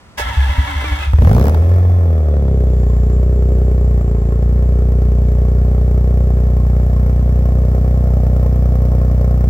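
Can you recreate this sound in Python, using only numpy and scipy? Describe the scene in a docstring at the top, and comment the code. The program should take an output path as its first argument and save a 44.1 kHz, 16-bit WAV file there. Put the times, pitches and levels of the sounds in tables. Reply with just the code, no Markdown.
"""Sports car cold start

A six-cylinder car on an open driveway, heard a hand's width from one pair of tailpipes. The starter grinds
and surges after each compression while the cylinders puff into the muffler. The engine catches with sharp
cracks, flares and sinks to idle. Each firing pumps the muffler, thumps and barks down the pipe and blows
gas, the near bank harder than the far one. A pump whistles thinly over a quiet outdoor rumble."""
import sys
import numpy as np
from scipy import signal
from scipy.fft import rfft, irfft
from scipy.io import wavfile
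from scipy.ndimage import uniform_filter1d

SR = 44100
rng = np.random.default_rng(int(sys.argv[2]) if len(sys.argv) > 2 else 0)


def inscribe(sig):
    """Save sig as 16-bit PCM at rate SR to the path in sys.argv[1].

    A 1-D sig is mono; a 2-D sig holds one channel per row.
    Samples are clipped to [-1, 1] before scaling.
    """
    pcm = np.round(np.clip(np.atleast_2d(sig).T, -1, 1) * 32767)
    wavfile.write(sys.argv[1], SR, pcm.astype(np.int16))


N = 418509
T = np.arange(N) / SR

# engine speed through catch, flare and idle: (time [s], firing rate [Hz])
ENGINE_SPEED = [(1.134, 13.53), (1.33, 56.87), (1.49, 76.15), (1.73, 89.0), (1.97, 88.42), (2.24, 75.25),
                (2.58, 63.8), (2.9, 59.4), (3.37, 62.42), (3.83, 61.34), (4.19, 56.71), (4.64, 61.27),
                (5.15, 60.09), (6.08, 61.24), (6.79, 60.4), (7.84, 61.85), (9.49, 60.98)]
# how hard the engine pulls, which makes the gas turbulent: (time [s], load [0-1])
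ENGINE_LOAD = [(1.15, 0.9), (1.24, 1), (1.49, 0.74), (1.6, 0.33), (1.85, 0), (2.2, 0)]
# compressions while cranking: (time [s], speed surge [share], puff level [dB], puff t60 [s])
COMPRESSIONS = [(.205, 0, -11, .15), (.255, 0.18, -15, 0.2), (0.367, 0.022, -2, 0.6),
                (0.489, .15, 0, 0.091), (.578, .06, 3, 0.21), (.668, 0.17, -21, 0.26),
                (.75, 0.081, -11, 0.41), (.838, .17, -26, .1), (.912, 0.049, -5, 0.23),
                (.995, .1, -17, 0.45), (1.067, 0, -8, 0.86)]
# cross resonances of the tailpipe: (frequency [Hz], width [Hz], gain [dB])
TAILPIPE_MODES = [(1062, 45, 8.5), (1355, 40, 6.5), (1736, 70, 2.5), (2204, 70, 1.5)]
# resonances of the starter housing: (frequency [Hz], width [Hz], gain [dB])
HOUSING_MODES = [(595, 17, -2), (931, 66, 1.5), (1328, 30, 1), (1692, 17, 4), (2040, 59, -3.5),
                 (2210, 23, -3.5), (2553, 87, -11.5), (2660, 38, -6.5), (3250, 94, -41)]
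# bright hiss of the exhaust jet: (frequency [Hz], gain [dB])
HISS_EQ = [(1500, -24.5), (3300, -5), (4200, -6), (5400, -1), (6300, -3.5), (7500, -7), (10000, -12),
           (12500, -3.5), (15000, -1)]
# sizzling top end of the starter: (frequency [Hz], gain [dB])
SIZZLE_EQ = [(2350, -20), (4000, -11), (4560, -3), (5560, -2), (6850, -7.5), (11200, -9.5), (15500, -13.5)]

STARTER_ON_S, STARTER_OFF_S = 0.172, 1.042
MERGE_S = 1.335  # from here the firings merge into one steady boom
WARM_FROM_S, WARM_BY_S = 4.94, 8.3


def undb(db):
    """Decibels to gain."""
    return np.exp(np.asarray(db) * np.log(10) / 20)


def curves(table, at=T):
    """The columns of a table, interpolated along its first one."""
    axis, *columns = np.transpose(table)
    return [np.interp(at, axis, column) for column in columns]


def ramp(start, end):
    """Fade from 0 to 1 between two times."""
    return np.interp(T, [start, end], [0, 1])


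def unit(x):
    """Scale to rms 1."""
    return x / np.sqrt(np.mean(x ** 2))


def colour(x, points, size=4096):
    """Minimum-phase EQ through (frequency [Hz], gain [dB]) points."""
    hz, db = np.transpose(points)
    bin_hz = np.arange(size // 2 + 1) * SR / size + 1
    log_gain = np.log(undb(np.interp(np.log(bin_hz), np.log(hz), db)))
    cepstrum = irfft(log_gain)
    cepstrum[1:size // 2] *= 2
    cepstrum[size // 2 + 1:] = 0
    response = irfft(np.exp(rfft(cepstrum)))
    return signal.oaconvolve(np.atleast_2d(x), response[None], axes=1)[:, :N]


def resonate(x, modes):
    """Parallel resonators: (frequency [Hz], width [Hz], gain [dB])."""
    return sum(undb(db) * signal.lfilter(*signal.iirpeak(hz, hz / width, fs=SR), x)
               for hz, width, db in modes)


def wander(rate_hz):
    """Smooth random modulation, rms 1."""
    hold = int(SR / rate_hz)
    steps = np.repeat(rng.standard_normal(N // hold + 1), hold)
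    return unit(uniform_filter1d(steps, hold)[:N])


def stereo(x, lag_ms):
    """Sound reaches the left microphone first."""
    x = np.ravel(x)
    return np.array([x, np.interp(T - lag_ms / 1000, T, x)])


def turbulence(shared, lag_ms):
    """White noise with a share of its power common to both microphones."""
    common = stereo(rng.standard_normal(N), lag_ms)
    return np.sqrt(shared) * common + np.sqrt(1 - shared) * rng.standard_normal((2, N))


def strikes(times, sizes):
    """One impulse for each time."""
    return np.bincount(np.clip(times * SR, 0, N - 1).astype(int), sizes, N)


def swell(impulses, peak_s):
    """Each impulse becomes an envelope that peaks after peak_s and dies away."""
    age = np.arange(SR // 8) / SR / peak_s
    return signal.oaconvolve(impulses, age * np.exp(1 - age))[:N]


def firings():
    """Firing rate, running count of firings, the sample of each one and its bank (1 = far)."""
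    hz, = curves(ENGINE_SPEED)
    phase = np.cumsum(hz * (T >= ENGINE_SPEED[0][0])) / SR
    number = np.arange(int(phase[-1]))
    return hz, phase, np.searchsorted(phase, number, side="right"), number % 2


def engine(thump_delay_s=0.001, gas_lead_s=0.00029, far_delay_s=0.00068):
    """The two banks fire in turn; speed, load and pipe warmth ride the level of every exhaust layer."""
    # base exhaust mix: (firing rate [Hz], boom [dB], thump [dB], bark [dB], rasp [dB], hiss [dB])
    mix_by_speed = [(59, -13.5, -18, -29.5, -41, -55.5), (59.35, -11, -17.5, -30.5, -40, -53.5),
                    (62.6, -11, -18.5, -26, -44, -53.5), (65.6, -13, -15, -25, -43, -57),
                    (76.2, -11, -27, -28, -40.5, -56), (88.7, -8, -24, -29, -36.5, -51)]
    # added at full load: (boom [dB], thump [dB], bark [dB], rasp [dB], hiss [dB])
    load_boost = (.5, 5.5, 7.8, 10, 12)
    # added by a warm pipe: (boom [dB], thump [dB], bark [dB], rasp [dB], hiss [dB])
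    warm_boost = (-0.9, 2.5, -1, 4.5, 4.5)
    # strength of each cylinder in firing order, near bank first: (gain [dB])
    cylinder_db = [1.4, -1.2, -1.4, -0.65, 0.46, -0.13]
    # the far bank's thump against the near bank's: (time [s], gain [dB])
    far_thump = [(1.1, -5.5), (1.6, -11), (2.1, 1), (2.45, -12.5), (3, -20.5), (9.4, -10)]
    # turbulent flow through the muffler: (frequency [Hz], gain [dB])
    flow_eq = [(20, -18), (45, -9.5), (72, 1), (100, -9), (150, -11.5), (240, -9.5), (400, -29.5),
               (900, -56)]
    hz, phase, at, far = firings()
    far_db, = curves(far_thump)
    load, = curves(ENGINE_LOAD)
    warmth = ramp(WARM_FROM_S, WARM_BY_S)
    catch_s = ENGINE_SPEED[0][0]
    build_db = -20.5 * (1 - ramp(catch_s, catch_s + 0.11))  # the first firings are weak
    boom_db, thump_db, bark_db, rasp_db, hiss_db = (
        db + load_db * load + warm_db * warmth + build_db
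        for db, load_db, warm_db in zip(curves(mix_by_speed, hz), load_boost, warm_boost))
    # cold combustion is uneven
    thump_jitter, burn_jitter, gust_jitter = rng.standard_normal((len(at), 3)).T
    per_firing = np.sqrt(np.mean(hz[at]) / hz[at])  # holds the power steady as firings crowd together
    thump_sizes = per_firing * undb(far * far_db[at] + 0.5 * thump_jitter)
    burn = per_firing * undb(np.resize(cylinder_db, len(at)) + 1.7 * np.tanh(burn_jitter))
    gusts = burn * undb(1.8 * np.tanh(gust_jitter))

    boom = -np.sqrt(2) * np.cos(2 * np.pi * phase) * ramp(MERGE_S - 0.025, MERGE_S + 0.025)
    flow = unit(colour(rng.standard_normal(N), flow_eq)) * undb(-20.5 + 18.8 * load)
    thump = pipe_thump(strikes(T[at] + thump_delay_s, thump_sizes))
    lows = (boom + flow) * undb(boom_db) + thump * undb(thump_db)
    exit_s = T[at] - gas_lead_s + far * far_delay_s  # the far bank's gas has further to go
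    gas = swell(strikes(exit_s, gusts * undb(-4.5 * far)), peak_s=0.0022)
    highs = gas_rasp(gas) * undb(rasp_db - 0.5) + jet_hiss(exit_s, gusts, far) * undb(hiss_db)
    mids = pipe_bark(strikes(exit_s, burn * undb(-3.5 * far)), gas, load) * undb(bark_db)
    return (T >= catch_s) * (stereo(lows, lag_ms=0.19) + mids + highs)


def pipe_thump(impulses, low_cut_hz=85, size=4096):
    """Each impulse becomes a rounded pressure hump; the open pipe end radiates little of its sub-bass."""
    # spectrum of one hump: (frequency [Hz], gain [dB])
    thump_eq = [(20, -16.5), (31, 12.5), (60, -5.5), (90, 10.5), (122, 4), (152, 2), (183, -4.5),
                (214, -2.5), (245, -10.5), (280, -15), (400, -45.5), (900, -68)]
    hz, db = np.transpose(thump_eq)
    gain = undb(np.interp(np.log(np.linspace(1, SR / 2, size + 1)), np.log(hz), db))
    hump = np.roll(irfft(gain), size)
    humps = signal.oaconvolve(impulses, hump)[size:size + N]
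    return unit(signal.sosfilt(signal.butter(2, low_cut_hz, "high", fs=SR, output="sos"), humps))


def pipe_bark(fronts, gas, load, echo_s=0.00741):
    """Pressure fronts ring the pipe and bounce once off the muffler; hot gas brightens the tone."""
    # voice of the cold pipe: (frequency [Hz], gain [dB])
    cold_eq = [(120, -40.5), (260, -24.5), (315, 1), (350, 2.5), (420, 8), (490, 1), (550, 1), (630, -4.5),
               (760, -13.5), (950, -24.5), (1300, -22.5), (2000, -60), (5000, -69.5)]
    # voice of the warm pipe, its resonances higher: (frequency [Hz], gain [dB])
    warm_eq = [(120, -51), (265, -9.5), (305, 2), (335, -5), (425, 1), (490, 2), (560, 1), (700, -6),
               (830, -18.5), (980, -24.5), (1350, -19), (2200, -57.5), (5000, -66.5)]
    echoed = unit(fronts + 0.082 * np.interp(T - echo_s, T, fronts))
    breath = undb(-6.5 + 7 * load) * unit(rng.standard_normal(N) * (gas + 0.6))
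    drive = (echoed + breath) / undb(2.8 * load)
    heat = 0.69 * (1 - ramp(2.4, 2.7)) + ramp(WARM_FROM_S, WARM_BY_S)  # the flare, then the slow warm-up
    body = (1 - heat) * unit(colour(drive, cold_eq)) + heat * unit(colour(drive, warm_eq))
    ring = undb(-27) * unit(resonate(drive, TAILPIPE_MODES))
    return stereo(body, lag_ms=0.22) + stereo(ring, lag_ms=0.31)


def gas_rasp(gas):
    """Each puff of gas rasps through the tailpipe and rings its cross resonances."""
    # midrange grit of the gas: (frequency [Hz], gain [dB])
    rasp_eq = [(410, -27.5), (700, -1.5), (777, -4.5), (896, -8), (952, -20.5), (1040, -10), (1140, -12),
               (1350, -12.5), (1550, -26), (1750, -10.5), (2040, -21), (2290, -23), (2740, -36),
               (3640, -49), (4200, -51), (5460, -68.5), (9240, -120)]
    rasp = colour(turbulence(0.85, lag_ms=0.3) * (gas + 0.23), rasp_eq)
    return unit(rasp) + undb(-11.5) * unit(resonate(rasp, TAILPIPE_MODES))


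def jet_hiss(exit_s, gusts, far, tick_delay_s=0.002):
    """The exhaust jet hisses in pulses; the near bank's are louder and carry a sharp tick."""
    jet = swell(strikes(exit_s, gusts * undb(-13 * far)), peak_s=0.0034)
    tick = swell(strikes(exit_s + tick_delay_s, gusts * (1 - far)), peak_s=0.001)
    envelope = np.sqrt(0.6 * jet ** 2 + 0.81 * tick ** 2 + 0.14)
    return unit(colour(turbulence(0.24, lag_ms=0.4) * envelope, HISS_EQ))


def muffler_puffs(muffler_hz=67.8, catch_hz=71, catch_db=7.5, lead_s=0.0017, rise_s=0.0085):
    """Single charges of gas ring the muffler: one per cranking stroke, then per firing until they merge."""
    _, _, at, _ = firings()
    cranked = [(s, db, muffler_hz, t60) for s, _, db, t60 in COMPRESSIONS]
    fired = [(s - lead_s, catch_db, catch_hz, 2.9 * gap)
             for s, gap in zip(T[at], np.diff(T[at])) if s < MERGE_S]
    puffs = np.zeros(N)
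    age = T[:SR // 2]
    attack = 1 - np.exp(-(age / rise_s) ** 2)
    for s, db, hz, t60 in cranked + fired:
        ring = -np.sin(2 * np.pi * hz * age) * attack * undb(-60 * age / t60)
        start = int(s * SR)
        puffs[start:start + len(age)] += undb(db) * ring
    # air pumped through the muffler rumbles between the puffs
    pumping = ramp(0.16, 0.27) * (1 - ramp(STARTER_OFF_S, MERGE_S))
    airflow = resonate(rng.standard_normal(N), [(muffler_hz, 24, 0)])
    rumble = unit(resonate(airflow, [(muffler_hz, 40, 0)])) * undb(-25.5)
    return stereo(puffs + pumping * rumble, lag_ms=0.1)


def exhaust_cracks(lean_from_s=1.502, lead_s=0.001, far_boost_db=1, spit_db_per_hz=0.33):
    """The first rich charges leave the pipe as steep fronts with a spit of treble; stray pops follow."""
    # stray pops after the catch: (time [s], body level [dB], spit level [dB])
    pops = [(1.52, -39, -49), (1.5445, -17.5, -29), (2.365, -32, -52), (2.48, -33, -46), (2.604, -33, -56)]
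    # body of a crack: (frequency [Hz], gain [dB])
    crack_eq = [(300, -2.5), (800, 5), (1400, -3.5), (2800, -18.5), (4500, -24.5), (15000, -52)]
    hz, _, at, far = firings()
    load, = curves(ENGINE_LOAD)
    rich = T[at] < lean_from_s
    at, far = at[rich], far[rich]
    body_db = -19 + far_boost_db * far - 10 * (1 - load[at])
    spit_db = body_db - 2.5 + spit_db_per_hz * (hz[at] - hz[at[-1]])  # brighter as the revs climb
    cracks = np.transpose([T[at] - lead_s, body_db, spit_db])
    times, body_db, spit_db = np.vstack([cracks, pops]).T
    body = unit(colour(turbulence(0.38, lag_ms=0.27), crack_eq))
    body *= swell(strikes(times, undb(body_db)), peak_s=0.0019)
    spit = unit(colour(turbulence(0.28, lag_ms=0.258), HISS_EQ))
    spit *= swell(strikes(times, undb(spit_db)), peak_s=0.00061)
    return body + spit


def starter(bite_db=22, teeth_per_groan=3.72, inrush_s=0.035, release_s=0.062):
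    """Gear teeth rattle the housing over a brush whirr and a low groan, surging after each compression."""
    # cranking speed: (time [s], gear tooth rate [Hz])
    cranking = [(.18, 830), (.28, 908.4), (.42, 830.6), (.55, 919), (.72, 962), (.96, 1057), (1.06, 1240)]
    # partials of the gear whine: (multiple of the tooth rate [ratio], level [dB])
    gear_partials = [(1, -5), (1.27, -10.5), (2.001, -1.5), (3, -11)]
    # whirr of the brushes: (frequency [Hz], gain [dB])
    whirr_eq = [(210, -74), (350, -46), (577, -2), (689, -9.5), (776, 5.5), (874, -5), (1180, -7),
                (1680, -1), (2130, -6), (2370, -24), (3350, -2), (4560, -27), (6000, -44.5), (7800, -52),
                (13200, -120)]
    # resonance of the starter's mount: (frequency [Hz], width [Hz], gain [dB])
    mount_modes = [(285, 49, 0)]
    times, surge_sizes, _, _ = np.transpose(COMPRESSIONS)
    surge = swell(strikes(times, surge_sizes), peak_s=0.018)
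    tooth_hz = curves(cranking)[0] * (1 + surge) * (1 + 0.015 * wander(500))
    tooth_phase = 2 * np.pi * np.cumsum(tooth_hz) / SR
    mesh = sum(undb(db) * np.sin(ratio * tooth_phase) for ratio, db in gear_partials)
    gears = 1.2 * resonate(mesh, HOUSING_MODES) + 0.6 * mesh
    gears *= undb(-4 + bite_db * surge + 3 * wander(320))
    chatter = undb(1.2 * wander(260))
    housing = unit(resonate(turbulence(0.4, lag_ms=0.505) * chatter, HOUSING_MODES))
    whirr = unit(colour(turbulence(0.16, lag_ms=0.54) * chatter, whirr_eq))
    sizzle = unit(colour(turbulence(0.18, lag_ms=0.52) * chatter, SIZZLE_EQ)) * undb(-45)
    grind = (stereo(gears, lag_ms=0.1) + 0.85 * housing + 0.7 * whirr) * undb(-27.5 + 9 * surge)
    groan = resonate(np.sin(tooth_phase / teeth_per_groan), mount_modes)
    groan *= undb(-35.5 + bite_db * surge + 5 * wander(30))
    # the motor is loudest as the current first rushes in
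    inrush = undb(8.5 * np.exp(-np.maximum(T - STARTER_ON_S, 0) / inrush_s))
    # released, it drops back quickly and its brushes hiss on as it coasts
    driven = np.exp(-np.maximum(T - STARTER_OFF_S, 0) / release_s)
    coasting = 1 - ramp(STARTER_OFF_S, 2.06)
    motor = (grind + stereo(groan, lag_ms=0.32)) * np.maximum(driven, 0.21 * coasting)
    motor += sizzle * np.maximum(driven, 0.6 * coasting)
    return ramp(STARTER_ON_S, STARTER_ON_S + 0.017) * inrush * motor


def drive_knocks():
    """The starter drive gives a few dull knocks while cranking."""
    # hits on the drive: (time [s], level [dB])
    hits = [(.197, -14), (.822, -22), (.843, -17.5)]
    # resonances of the drive: (frequency [Hz], width [Hz], gain [dB])
    drive_modes = [(444, 110, 5), (610, 45, -2)]
    times, db = np.transpose(hits)
    knocks = resonate(strikes(times, undb(db)), drive_modes)
    knocks *= undb(db.max()) / np.abs(knocks).max()
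    return stereo(knocks, lag_ms=0.36)


def pinion_clash():
    """The starter's pinion is thrown into the flywheel and its teeth clash for a moment."""
    ring = unit(resonate(turbulence(0.42, lag_ms=0.19), HOUSING_MODES))
    sizzle = undb(-6) * unit(colour(turbulence(0.24, lag_ms=0.13), SIZZLE_EQ))
    return (ring + sizzle) * undb(-24) * np.interp(T, [STARTER_ON_S, 0.185, 0.203, 0.235], [0, 1, 1, 0])


def pump_whistle(final_hz=7205, glide_hz=1180, spin_up_s=0.38):
    """A pump spins up to a thin whistle, and a narrow hiss sings along, loudest in the flare."""
    # fader of the whistle: (time [s], level [dB])
    fader = [(1.9, -74), (2.8, -53.5), (4.2, -55.5), (4.45, -60), (8, -61.5), (9.4, -70)]
    age = np.maximum(T - fader[0][0], 0)
    hz = final_hz - glide_hz * np.exp(-age / spin_up_s)
    db, = curves(fader)
    phase = 2 * np.pi * np.cumsum(hz * (1 + 0.0021 * wander(70))) / SR
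    octave_db = np.interp(T, [2.1, 2.6, 2.8], [-80, -65, -80])
    tones = (np.sin(phase) * undb(db) + np.sin(2 * phase) * undb(octave_db)) * (age > 0)
    singing = unit(resonate(rng.standard_normal(N), [(3470, 70, 0)])) * undb(-60)
    singing *= np.interp(T, [1.7, 1.8, 2.8, 3.3], [0, 1, 0.8, 0.1])
    return stereo(tones * undb(1.9 * wander(25)) + singing, lag_ms=0.1)


def outdoors():
    """A quiet, steady bed of open-air rumble."""
    # tone of the ambience: (frequency [Hz], gain [dB])
    ambience_eq = [(18, -45), (30, -11.5), (69, -1.5), (253, -12.5), (337, -17.5), (1170, -18),
                   (2840, -27.5), (6200, -34), (9150, -38.5), (15000, -50.5)]
    return unit(colour(turbulence(0.61, lag_ms=0.12), ambience_eq)) * undb(-43.5)


def scene():
    """Over the outdoor bed, the car cranks, catches and settles to idle."""
    return (outdoors() + pinion_clash() + starter() + drive_knocks()
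            + muffler_puffs() + exhaust_cracks() + engine() + pump_whistle())


def record(dry, ceiling=1.1, top_hz=15900):
    """The two microphones differ a little in colour; the highest peaks are rounded and the top is cut."""
    # the left microphone against the right: (frequency [Hz], gain [dB])
    left_tilt = [(60, .3), (125, -.4), (370, 1.8), (700, -.6), (2000, -.3), (4000, .4), (8000, -1.2),
                 (15000, -.5)]
    heard = np.vstack([colour(channel, [(hz, side * db / 2) for hz, db in left_tilt])
                       for channel, side in zip(dry, (1, -1))])
    rounded = heard / (1 + (heard / ceiling) ** 4) ** 0.25
    return signal.sosfilt(signal.ellip(10, 0.2, 80, top_hz, fs=SR, output="sos"), rounded)


dry = scene()
out = record(dry)
inscribe(out)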